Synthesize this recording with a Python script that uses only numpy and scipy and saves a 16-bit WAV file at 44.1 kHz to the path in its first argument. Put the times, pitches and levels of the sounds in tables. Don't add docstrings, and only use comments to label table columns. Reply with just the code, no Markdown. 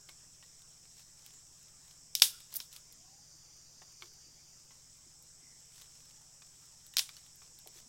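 import sys
import numpy as np
from scipy import signal
from scipy.fft import rfft, irfft
from scipy.io import wavfile
from scipy.ndimage import uniform_filter1d, minimum_filter1d

SR = 44100
rng = np.random.default_rng(int(sys.argv[2]) if len(sys.argv) > 2 else 0)


def master_out(mix):
    frames = np.transpose(np.atleast_2d(mix))
    ceiling = np.clip(frames, -1, 1)
    pcm = np.round(ceiling * 32767).astype(np.int16)
    wavfile.write(sys.argv[1], SR, pcm)


N = 347508
TIME = np.arange(N) / SR
HIT_SIZE = 8192

# start_s, level_db, brightness_db_per_octave, pitch_ratio
STICK_KNOCKS = [(0.089, -46, 0, 0.95), (.426, -49.5, 3.5, 0.84), (3.818, -48.5, -3.5, 0.8),
                (4.0225, -37.5, 2, 0.97), (4.707, -53, -2, 0.88), (6.42, -50.5, 0, 1.06),
                (6.938, -44, 9, .83), (7.091, -39.5, 5, 1.04), (7.167, -43, 7.5, 1.28),
                (7.419, -51, -3, 1.04)]


def undb(db):
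    return 10 ** (np.asarray(db) / 20)


def unit(x):
    return x / np.sqrt(np.mean(x ** 2))


def freqs(size):
    return np.maximum(np.fft.rfftfreq(size, 1 / SR), 1)


def contour(points, size):
    hz, db = np.transpose(points)
    return undb(np.interp(np.log(freqs(size)), np.log(hz), db))


def ringing(modes, pitch=1):
    f = freqs(HIT_SIZE)
    return np.sqrt(sum(undb(db) ** 2 / (1 + ((f * f - (hz * pitch) ** 2) / (f * width)) ** 2)
                       for hz, width, db in modes))


def colour(x, gain):
    cepstrum = irfft(np.log(gain + 1e-9), len(x))
    cepstrum[1:len(x) // 2] *= 2
    cepstrum[len(x) // 2 + 1:] = 0
    return irfft(rfft(x) * np.exp(rfft(cepstrum)), len(x))


def add(track, s, sound):
    start = max(int(s * SR), 0)
    track[start:start + len(sound)] += sound[:max(N - start, 0)]


def ease(start_s, takes_s):
    return .5 - .5 * np.cos(np.pi * np.clip((TIME - start_s) / takes_s, 0, 1))


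def narrow(width_hz, cycles=0, size=N):
    bell = np.exp(-np.pi / 2 * (np.fft.fftfreq(N, 1 / SR) / width_hz) ** 2)
    envelope = np.fft.ifft(bell * (rng.standard_normal(N) + 1j * rng.standard_normal(N)))
    envelope *= np.sqrt(2 / np.mean(np.abs(envelope) ** 2))
    return (envelope[:size] * np.exp(2j * np.pi * cycles)).real


def hit(body, db, bright_db, ms):
    fade = np.exp(-np.arange(HIT_SIZE) / (SR * ms / 1000))
    phases = np.angle(rfft(rng.standard_normal(HIT_SIZE) * fade))
    burst = irfft(np.exp(1j * phases)) * np.sqrt(fade)
    octaves = np.log2(np.maximum(freqs(HIT_SIZE), 400))
    sound = colour(burst, body * undb(bright_db * (octaves - octaves.mean())))
    return sound * undb(db) * np.sqrt(SR / 1000 / np.sum(sound ** 2))


def reflect(x, first_ms, last_ms, db, count=10):
    out = x.copy()
    for k, chance in enumerate(rng.random(count)):
        ms = first_ms + (last_ms - first_ms) * (k + chance) / count
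        add(out, ms / 1000, x * (-1) ** k * undb(db) * np.sqrt(first_ms / ms))
    return out


def tail(x, spectrum, t60_s, rise_s):
    t = TIME[:SR]
    response = rng.standard_normal(SR) * undb(-60 * t / t60_s) * (1 - np.exp(-t / rise_s))
    response = colour(response / np.sqrt(np.sum(response ** 2)), contour(spectrum, SR))
    return signal.fftconvolve(x, response)[:N]


def air(flutter_db=2.5, bands=16):
    # frequency_hz, density_db_per_hz
    mid_spectrum = [(12, -86.5), (22, -93), (60, -100), (150, -102), (260, -104), (500, -107.5),
                    (1000, -108), (2500, -111), (4000, -110), (9300, -111), (10500, -113.5), (15500, -116)]
    # frequency_hz, density_db_per_hz
    side_spectrum = [(15, -101.5), (80, -107), (500, -112), (2000, -116), (7000, -119), (14000, -116.5)]
    mid, side = (colour(rng.standard_normal(N), contour(points, N)) * np.sqrt(SR / 2)
                 for points in (mid_spectrum, side_spectrum))
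    edges_hz = np.geomspace(200, 4400, bands + 1)
    f, spectrum = freqs(N), rfft(mid)
    for low, high in zip(edges_hz, edges_hz[1:]):
        band = irfft(spectrum * (f >= low) * (f < high), N)
        mid += band * (undb(flutter_db * narrow(16)) - 1)
    return np.array([mid + side, mid - side])


def engine(firing_hz=14.67):
    # harmonic_number, level_db
    harmonics = [(2, -89), (3, -99.5), (4, -80.5), (5, -80.5), (6, -90), (7, -88.5), (8, -78), (9, -86),
                 (10, -77.5), (11, -80), (12, -95), (15, -88.5)]
    phase = 2 * np.pi * firing_hz * TIME + .03 * narrow(2)
    return np.sqrt(2) * sum(undb(db) * np.cos(k * phase + rng.standard_normal()) for k, db in harmonics)


def bird():
    # start_s, length_s, start_hz, end_hz, level_db
    notes = [(2.308, 0.083, 1370, 1440, -67.5), (2.96, 0.28, 640, 823, -74), (5.41, 0.183, 2130, 2020, -73)]
    out = np.zeros(N)
    for s, length, start_hz, end_hz, db in notes:
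        arc = np.linspace(0, np.pi, int(length * SR))
        hz = start_hz + (end_hz - start_hz) * np.sin(arc / 2)
        width_hz = 90 * (start_hz / 1000) ** 1.6
        note = narrow(width_hz, np.cumsum(hz) / SR, len(arc))
        add(out, s, undb(db) * np.sqrt(np.abs(np.sin(arc))) * unit(note))
    return out


def cicadas(click_hz=425, gain_db=-1.14, drift_db=0.02, waver_db=0.44):
    # full_hz, slack_hz, width_hz, full_db, slack_db
    resonances = [(4810, 4720, 350, -78, -68), (5385, 5150, 394, -66, -68), (5830, 5520, 290, -69, -71.5),
                  (6190, 5950, 480, -71, -64), (6910, 6750, 700, -66.5, -66),
                  (7630, 7330, 440, -67.5, -70.5), (7980, 7950, 280, -68.5, -80),
                  (8410, 8400, 1000, -71.5, -74.5)]
    # centre_s, half_length_s, pitch_hz, width_hz, level_db
    flare = (1.36, 0.04, 7300, 900, -58.5)
    s, half, hz, width_hz, db = flare
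    song = undb(db) * np.exp(-((TIME - s) / half) ** 2) * narrow(width_hz, hz * TIME)
    slack = ease(start_s=2.6, takes_s=.82) - ease(start_s=4.2, takes_s=.96)
    for full_hz, slack_hz, width_hz, full_db, slack_db in resonances:
        cycles = np.cumsum(full_hz + slack * (slack_hz - full_hz)) / SR
        song += undb(full_db + slack * (slack_db - full_db)) * narrow(width_hz, cycles)
    clicking = 1 + 0.12 * narrow(49.1, click_hz * TIME)
    return song * clicking * undb(gain_db + drift_db * narrow(0.99) + waver_db * narrow(14))


def fizz(bubbles_per_s=1100, simmer_db=-77, stir_db=-65, stir_s=0.032, puff_s=0.0015, hiss_onset_db=-46):
    # centre_s, half_length_s, level_db
    swells = [(0.996, 0.02, -59), (1.275, 0.083, -65), (1.894, .05, -65.5), (2.557, 0.031, -50.5),
              (2.757, 0.025, -56.5), (4.04, .032, -65), (5.784, 0.051, -59.5), (6.027, 0.15, -65.5),
              (7.193, .08, -67.5), (7.774, 0.035, -59)]
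    sizes = undb(4 * np.minimum(rng.exponential(size=N), 5))
    clicks = (rng.random(N) < bubbles_per_s / SR) * sizes * rng.choice([-1, 1], N)
    pole = np.exp(-1 / (puff_s * SR))
    puffs = np.sqrt(signal.lfilter([1 - pole], [1, -pole], clicks ** 2)) * rng.standard_normal(N)
    power = undb(simmer_db + 3 * narrow(5)) ** 2
    power += sum(undb(db) ** 2 * np.exp(-((TIME - s) / half) ** 2) for s, half, db in swells)
    for s, *_ in STICK_KNOCKS:
        add(power, s, undb(stir_db) ** 2 * np.exp(-TIME[:SR] / stir_s))
    # frequency_hz, level_db
    spectrum = [(200, -11.5), (900, -3.5), (2200, -1), (3400, 3), (6000, 6), (12000, -5.5), (15500, -7)]
    bubbles = unit(colour(undb(-5) * clicks + puffs, contour(spectrum, N)))
    hiss = unit(colour(puffs, contour([(2000, -18), (6000, -7), (11000, 0), (15500, -2.5)], N)))
    hiss_share = power / (power + undb(hiss_onset_db) ** 2)
    return np.sqrt(power) * (np.sqrt(1 - hiss_share) * bubbles + np.sqrt(hiss_share) * hiss)


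def knocks(firm_db=-36, firm_contact_ms=1.22):
    # centre_hz, width_hz, level_db
    stick_modes = [(417, 270, -22), (1210, 420, -7), (2290, 99, 0), (3410, 360, -6.5), (4480, 190, -7)]
    # start_s, level_db, pitch_hz, contact_ms
    bumps = [(4.026, -53.5, 370, 34), (4.260, -57.5, 285.3, 51), (5.062, -58, 290, 11),
             (5.425, -59, 264, 15), (7.660, -50, 673, 5.4), (7.661, -54, 400, 3.8), (7.755, -58, 387, 5.4),
             (7.860, -55.5, 230, 12)]
    out = np.zeros(N)
    bark = contour([(5500, -2), (8500, -7)], HIT_SIZE)
    for s, db, bright_db, pitch in STICK_KNOCKS:
        contact_ms = firm_contact_ms * 2 ** ((firm_db - db) / 6)
        add(out, s, hit(ringing(stick_modes, pitch) * bark, db, bright_db, contact_ms))
    for s, db, hz, contact_ms in bumps:
        ground = ringing([(hz, hz * 0.36, 0)]) ** 2
        add(out, s, hit(ground, db, 0, contact_ms))
    return out


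def ticks(faint_per_s=2.7):
    # start_s, level_db, brightness_db_per_octave
    clear = [(.0930, -44, -6), (.62, -54.5, -3.5), (1.2635, -43.5, -2), (2.4046, -46.5, -2.5),
             (2.9255, -47.5, 3.5), (5.2252, -51, 5), (5.8198, -46, -3.5), (6.8660, -47, 1),
             (7.358, -50, 11), (7.5890, -46.5, 2), (7.674, -41.5, -1)]
    faint = [(rng.random() * N / SR, rng.normal(-61, 3.5), rng.normal(0, 4))
             for _ in range(int(faint_per_s * N / SR))]
    char = ringing([(3880, 1300, -0.44), (11700, 5800, -1.6)])
    out = np.zeros(N)
    for s, db, bright_db in clear + faint:
        add(out, s, hit(char, db, bright_db, ms=0.8))
    return out


def pops(lead_db=-17, lead_s=0.00066, jet_blur=2.23, spit_spray_db=-9):
    # start_s, level_db, brightness_db_per_octave, fracture_ms,
    # relative_spray_db, pitch_ratio, low_cut_hz
    pockets = [(2.152, -17.5, 1, 0.99, -1.5, 1.04, 2100), (2.199, -32.5, 3.5, 1.8, -1, 0.89, 2200),
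               (2.2203, -4, -1, 2.8, -.5, 1, 120), (2.6021, -32, -4, 3.6, 2, 1.11, 300),
               (2.728, -42, 8, 4, 0, .7, 1800), (2.7629, -39.5, 1.5, 2.83, -3.5, .92, 1500),
               (6.969, -16.5, -1, 1.8, -3, 1.104, 600), (6.9793, -28, -2.5, 1, 11.5, 1.1, 1400),
               (6.9846, -19, 3, .63, -0.5, .92, 1600), (6.9914, -19, -0.5, 3.2, -7, 1.1, 550),
               (6.9948, -22, -2, .87, -10, .954, 600)]
    # start_s, level_db
    spits = [(2.5406, -29.5), (2.553, -34), (2.5579, -25.5), (2.5626, -27.5), (2.5673, -21.5), (2.570, -29)]
    # centre_hz, width_hz, level_db
    wood_modes = [(950, 180, -20.5), (1400, 250, -19.5), (2300, 410, -12), (2880, 290, -7), (3400, 140, -3),
                  (3690, 120, -2), (3690, 33, -4), (4480, 230, -4.5), (4938, 240, 0), (5450, 260, -3),
                  (5720, 93, -3), (6700, 930, -18), (8150, 2000, -15), (10035, 120, -9),
                  (12160, 2400, -13.5), (15000, 1200, -22)]
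    # centre_hz, width_hz, level_db
    ground_mode = (330, 125, -28)
    # frequency_hz, gain_db
    spray_spectrum = [(150, -13.5), (900, -12.5), (2200, -12), (3700, -8.5), (5000, -11.5), (7000, -1),
                      (10000, -2.5), (15000, -6)]
    cracks, steam = np.zeros(N), np.zeros(N)
    jet = ringing([(hz, width * jet_blur, mode_db) for hz, width, mode_db in wood_modes])
    for s, db, bright_db, ms, spray_db, pitch, low_cut_hz in pockets:
        modes = [(hz * pitch, width, mode_db) for hz, width, mode_db in wood_modes] + [ground_mode]
        wood = ringing(modes) / np.hypot(1, (low_cut_hz / freqs(HIT_SIZE)) ** 3)
        add(cracks, s - lead_s, hit(wood, db + lead_db, bright_db, ms))
        add(cracks, s, hit(wood, db, bright_db, ms))
        add(steam, s, hit(jet, db + spray_db, bright_db, ms=0.089))
    for s, db in spits:
        spit = hit(jet, db, bright_db=14.5, ms=1.8)
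        add(cracks, s, spit)
        add(steam, s, spit * undb(spit_spray_db))
    cracks = reflect(cracks, first_ms=1.6, last_ms=9, db=-19)
    return cracks + tail(steam, spray_spectrum, t60_s=0.19, rise_s=.005)


def scene():
    # frequency_hz, gain_db
    echo_spectrum = [(150, -18), (1400, -24), (3500, -27.5), (5000, -26), (8000, -22.5), (15000, -31.5)]
    bursts = pops()
    taps = reflect(ticks() + knocks(), first_ms=2.4, last_ms=12, db=-14.5)
    scatter = tail(taps, [(300, 1), (3000, -12.5), (12000, -19.5)], t60_s=0.12, rise_s=0.002)
    fire = bursts + taps + scatter + fizz()
    echo = tail(fire, echo_spectrum, t60_s=0.69, rise_s=0.01)
    song = reflect(cicadas(), first_ms=7, last_ms=36, db=-12, count=14)
    return fire + echo + song + bird() + engine() + air()


def record(dry, ceiling=.93, hold_samples=41, top_hz=15900):
    gain = ceiling / np.maximum(np.abs(dry).max(axis=0), ceiling)
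    gain = uniform_filter1d(minimum_filter1d(gain, hold_samples), hold_samples)
    lowpass = signal.ellip(8, .1, 50, top_hz, fs=SR, output="sos")
    return signal.sosfiltfilt(lowpass, dry * gain)


dry = scene()
out = record(dry)
master_out(out)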